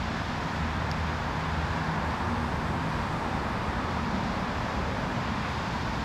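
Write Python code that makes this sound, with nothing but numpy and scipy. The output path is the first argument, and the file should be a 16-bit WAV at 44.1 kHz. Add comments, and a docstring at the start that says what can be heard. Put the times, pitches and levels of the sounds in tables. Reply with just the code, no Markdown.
"""Distant city traffic at night, heard from a river bank above a bucket of water.
Many far engines merge into a rumble, their tyres into a soft roar under a thin hiss: coloured noises.
One heavy engine, three sine harmonics, drones and fades; single tyres swell as noise bands.
Later other engines hum by as single sine notes and one booms; a bubble, a brief ring, ticks once."""
import sys
import numpy as np
from scipy import signal
from scipy.fft import rfft, irfft
from scipy.io import wavfile

SR = 44100
rng = np.random.default_rng(int(sys.argv[2]) if len(sys.argv) > 2 else 0)


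def store_pcm(level_fs):
    """Save levels as 16-bit WAV."""
    pcm = np.round(np.clip(level_fs, -1, 1) * 32767).astype(np.int16)
    wavfile.write(sys.argv[1], SR, np.atleast_2d(pcm).T)


N = 266496
TIME_S = np.arange(N) / SR


def undb(db):
    """Decibels to gain."""
    return 10 ** (np.asarray(db) / 20)


def unit(x):
    """Scale to rms 1."""
    return x / np.sqrt(np.mean(x ** 2))


def curves(table):
    """Each column of a time table, interpolated sample by sample."""
    time_s, *columns = np.transpose(table)
    return [np.interp(TIME_S, time_s, column) for column in columns]


def walk(rate_hz):
    """Smooth random curve of rms 1: noise under a Gaussian low-pass of width rate_hz, mean removed."""
    hz = np.fft.rfftfreq(N, 1 / SR)
    lowpass = np.exp(-(hz / rate_hz) ** 2) * (hz > 0)
    return unit(irfft(rfft(rng.standard_normal(N)) * lowpass, N))


def swell(centre_s, spread_s):
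    """Gaussian rise and fall around a moment; spread_s is its standard deviation."""
    return np.exp(-((TIME_S - centre_s) / spread_s) ** 2 / 2)


def far_noise(colour, waver_db, waver_hz, bands):
    """Noise of a given colour, rms 1; each of its bands wavers on its own."""
    octave = np.log2(np.fft.rfftfreq(N, 1 / SR) + 1)
    hz, db = np.transpose(colour)
    corners = np.log2(hz)
    outside = np.abs(octave - np.clip(octave, corners[0], corners[-1]))
    skirt_db = -18 * outside  # 18 dB per octave beyond the end corners
    spectrum = rfft(rng.standard_normal(N)) * undb(np.interp(octave, corners, db) + skirt_db)
    centres = np.linspace(corners[0], corners[-1], bands)
    total = 0
    for share in np.eye(bands):  # overlapping triangles that sum to 1
        band = irfft(spectrum * np.interp(octave, centres, share), N)
        total = total + band * undb(waver_db * walk(waver_hz))
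    return unit(total)


def far_traffic():
    """Many engines merge into low noise, their tyres into mid-range noise."""
    # Each row: frequency in Hz, density in dB per Hz.
    rumble_colour = [(20, -10), (36, -17), (52, 0.5), (68, 1), (100, 0), (140, -1), (235, -2.5), (310, -10),
                     (450, -20), (900, -45)]
    roar_colour = [(200, -10.5), (400, -7.5), (600, -4.5), (800, -2), (930, 1.15), (1040, -1.1),
                   (1250, -4.5), (1650, -6.5), (2100, -13.5), (2900, -24.5), (5000, -34.5)]
    # Each row: time in seconds, engine rumble level in dB, tyre roar level in dB.
    traffic_levels = [(0, -35, -35.5), (2.0, -34, -33.5), (2.8, -33, -34.5), (4.3, -33.5, -34),
                      (6.04, -33.5, -35)]
    rumble_db, roar_db = curves(traffic_levels)
    rumble = far_noise(rumble_colour, waver_db=-1.1, waver_hz=2.3, bands=7) * undb(rumble_db)
    roar = far_noise(roar_colour, waver_db=0.1, waver_hz=3.8, bands=8) * undb(roar_db)
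    return rumble + roar


def passing_stream():
    """A nearer stream of cars; grazing over soft ground, it falls with the square of the distance."""
    # Each row: frequency in Hz, density in dB per Hz.
    passing_colour = [(150, -9), (270, 1), (420, -0.5), (780, -5), (1200, -6), (1700, -44)]
    closest_s, closest_db = 3, -41
    width_s = 1.54  # time in which it covers its own closest distance
    distance = np.hypot(1, (TIME_S - closest_s) / width_s)  # 1 at the closest point
    noise = far_noise(passing_colour, waver_db=1.5, waver_hz=6.7, bands=5)
    return noise * undb(closest_db) / distance ** 2


def thin_hiss():
    """High noise over the traffic, with a faint top that is strongest midway."""
    # Each row: frequency in Hz, density in dB per Hz.
    hiss_colour = [(1100, -2), (1700, 5.5), (2400, 5.5), (3050, 1), (3550, 2.5), (3950, -1), (4900, -2),
                   (6200, -9.5), (7300, -13), (8800, -31.5), (11000, -27)]
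    air_colour = [(6500, -3), (7800, 5), (9000, 1.5), (11000, -7), (14500, -6.5)]
    # Each row: time in seconds, level in dB.
    hiss_levels = [(0, -42), (.9, -43), (1.7, -43), (2.3, -45), (3.2, -45), (4.1, -43.5), (4.9, -43),
                   (5.5, -41.5), (6.04, -41.5)]
    air_levels = [(0, -68), (1.8, -66), (2.9, -62.5), (4.2, -67), (6.04, -66.5)]
    hiss_db, = curves(hiss_levels)
    air_db, = curves(air_levels)
    hiss = far_noise(hiss_colour, waver_db=0.63, waver_hz=3.3, bands=4) * undb(hiss_db)
    air = far_noise(air_colour, waver_db=1.0, waver_hz=6, bands=3) * undb(air_db)
    return hiss + air


def tyres():
    """Single cars come through gaps along the road, each a swelling noise band of its own pitch."""
    # Each row: centre in seconds, level in dB, pitch in Hz, spread in seconds.
    tyre_swells = [(.4, -45.5, 1550, 0.78), (2.082, -40.5, 920, 0.23), (1.88, -45, 1480, 0.56),
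                   (3.34, -40, 795, 0.16), (3.85, -41, 1090, 0.43), (4.382, -42, 720, 0.19),
                   (4.898, -43.5, 550, 0.42)]
    # Each row: multiple of the pitch, density in dB per Hz.
    tyre_colour = [(.6, -16), (.87, -6), (1.15, -1), (1.6, -33)]
    out = 0
    for centre_s, db, pitch_hz, spread_s in tyre_swells:
        colour = [(pitch_hz * multiple, density_db) for multiple, density_db in tyre_colour]
        noise = far_noise(colour, waver_db=0.5, waver_hz=4.1, bands=3)
        out = out + noise * undb(db) * swell(centre_s, spread_s)
    return out


def lorry(wander):
    """A heavy engine drones at a nearly steady speed; its three lowest harmonics fade separately."""
    # Each row: time in seconds, level in dB.
    first_levels = [(0, -38), (.46, -58), (.65, -33), (.87, -44.5), (1.06, -34.5), (1.3, -43),
                    (1.55, -35.5), (1.7, -34), (1.92, -54), (2.07, -34.5), (2.2, -44.5), (2.35, -38.5),
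                    (2.65, -45), (3.0, -54), (6.04, -56)]
    second_levels = [(0, -42), (.6, -45.5), (.95, -36.5), (1.15, -44), (1.55, -39.5), (1.72, -42.5),
                     (1.9, -33), (2.15, -48), (2.5, -47), (2.85, -37.5), (3.02, -42), (3.22, -38),
                     (3.4, -64), (6.04, -52)]
    third_levels = [(0, -45.5), (.7, -45), (1.1, -45), (2.2, -55.5), (3.2, -47), (6.04, -65)]
    levels_db = curves(first_levels) + curves(second_levels) + curves(third_levels)
    firing_hz = 79.6 * (1 + wander * walk(8.4))
    phase = 2 * np.pi * np.cumsum(firing_hz) / SR
    out = 0
    for harmonic, db in enumerate(levels_db, 1):
        tone = np.sin(harmonic * phase + 2 * np.pi * rng.random())
        out = out + np.sqrt(2) * undb(db) * tone  # sqrt(2): levels are rms
    return out


def hums(wander, fading_db):
    """One exhaust note of each passing engine carries: it swells, sinks a little in pitch and fades."""
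    # Each row: centre in seconds, level in dB, pitch at the centre in Hz, spread in seconds.
    hum_notes = [(2.351, -42, 240, 0.11), (3.705, -42.5, 77, 0.35), (3.999, -40, 216.5, 0.33),
                 (4.25, -38.5, 186, 0.23), (4.595, -41.5, 72.5, 0.15), (4.849, -44, 196.8, 0.19),
                 (5.452, -43.5, 214.4, 0.49), (5.707, -44, 63.8, .25)]
    sag_per_s = .025  # share of its pitch lost each second
    out = 0
    for centre_s, db, hz, spread_s in hum_notes:
        pitch_hz = hz * (1 - sag_per_s * (TIME_S - centre_s) + wander * walk(7.8))
        note = np.sin(2 * np.pi * (np.cumsum(pitch_hz) / SR + rng.random()))
        level_db = db + fading_db * walk(13.0)
        out = out + unit(note) * undb(level_db) * swell(centre_s, spread_s)
    return out


def exhaust():
    """A passing engine's exhaust booms briefly: a swell of low noise."""
    # Each row: frequency in Hz, density in dB per Hz.
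    boom_colour = [(140, -18), (175, 0), (240, 2.5), (290, -12), (400, -35)]
    centre_s, level_db, spread_s = 4.28, -39, 0.21
    noise = far_noise(boom_colour, waver_db=-2.5, waver_hz=3, bands=3)
    return noise * undb(level_db) * swell(centre_s, spread_s)


def bubble():
    """The film snaps, the tiny cavity rings for a few cycles, and the bucket wall echoes it."""
    start_s, level_db, ring_hz = .91476, -22.3, 4950
    peak_s = .00025  # from the start to the envelope's peak
    snap_db, snap_highpass_hz = -17, 10000  # noise level before the high-pass, against the ring
    echo_s, echo_db = .0011, -15
    t = np.maximum(TIME_S - start_s, 0)
    envelope = t / peak_s * np.exp(1 - t / peak_s)
    highpass = signal.butter(2, snap_highpass_hz, "highpass", fs=SR, output="sos")
    snap = undb(snap_db) * signal.sosfilt(highpass, rng.standard_normal(N))
    ring = np.sin(2 * np.pi * ring_hz * t)
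    pop = undb(level_db) * envelope * (ring + snap)
    return pop + undb(echo_db) * np.roll(pop, int(echo_s * SR))


def scene():
    """Far traffic, the tyres and engines that stand out of it, and the water close by."""
    traffic = far_traffic() + passing_stream() + thin_hiss()
    engines = lorry(wander=0.0031) + hums(wander=0.0176, fading_db=2.0) + exhaust()
    return (traffic + tyres() + engines + bubble())[None]


def record(dry):
    """The recorder cuts the top with a steep low-pass at 14450 Hz."""
    return signal.sosfilt(signal.ellip(10, .1, 70, 14450, fs=SR, output="sos"), dry)


dry = scene()
out = record(dry)
store_pcm(out)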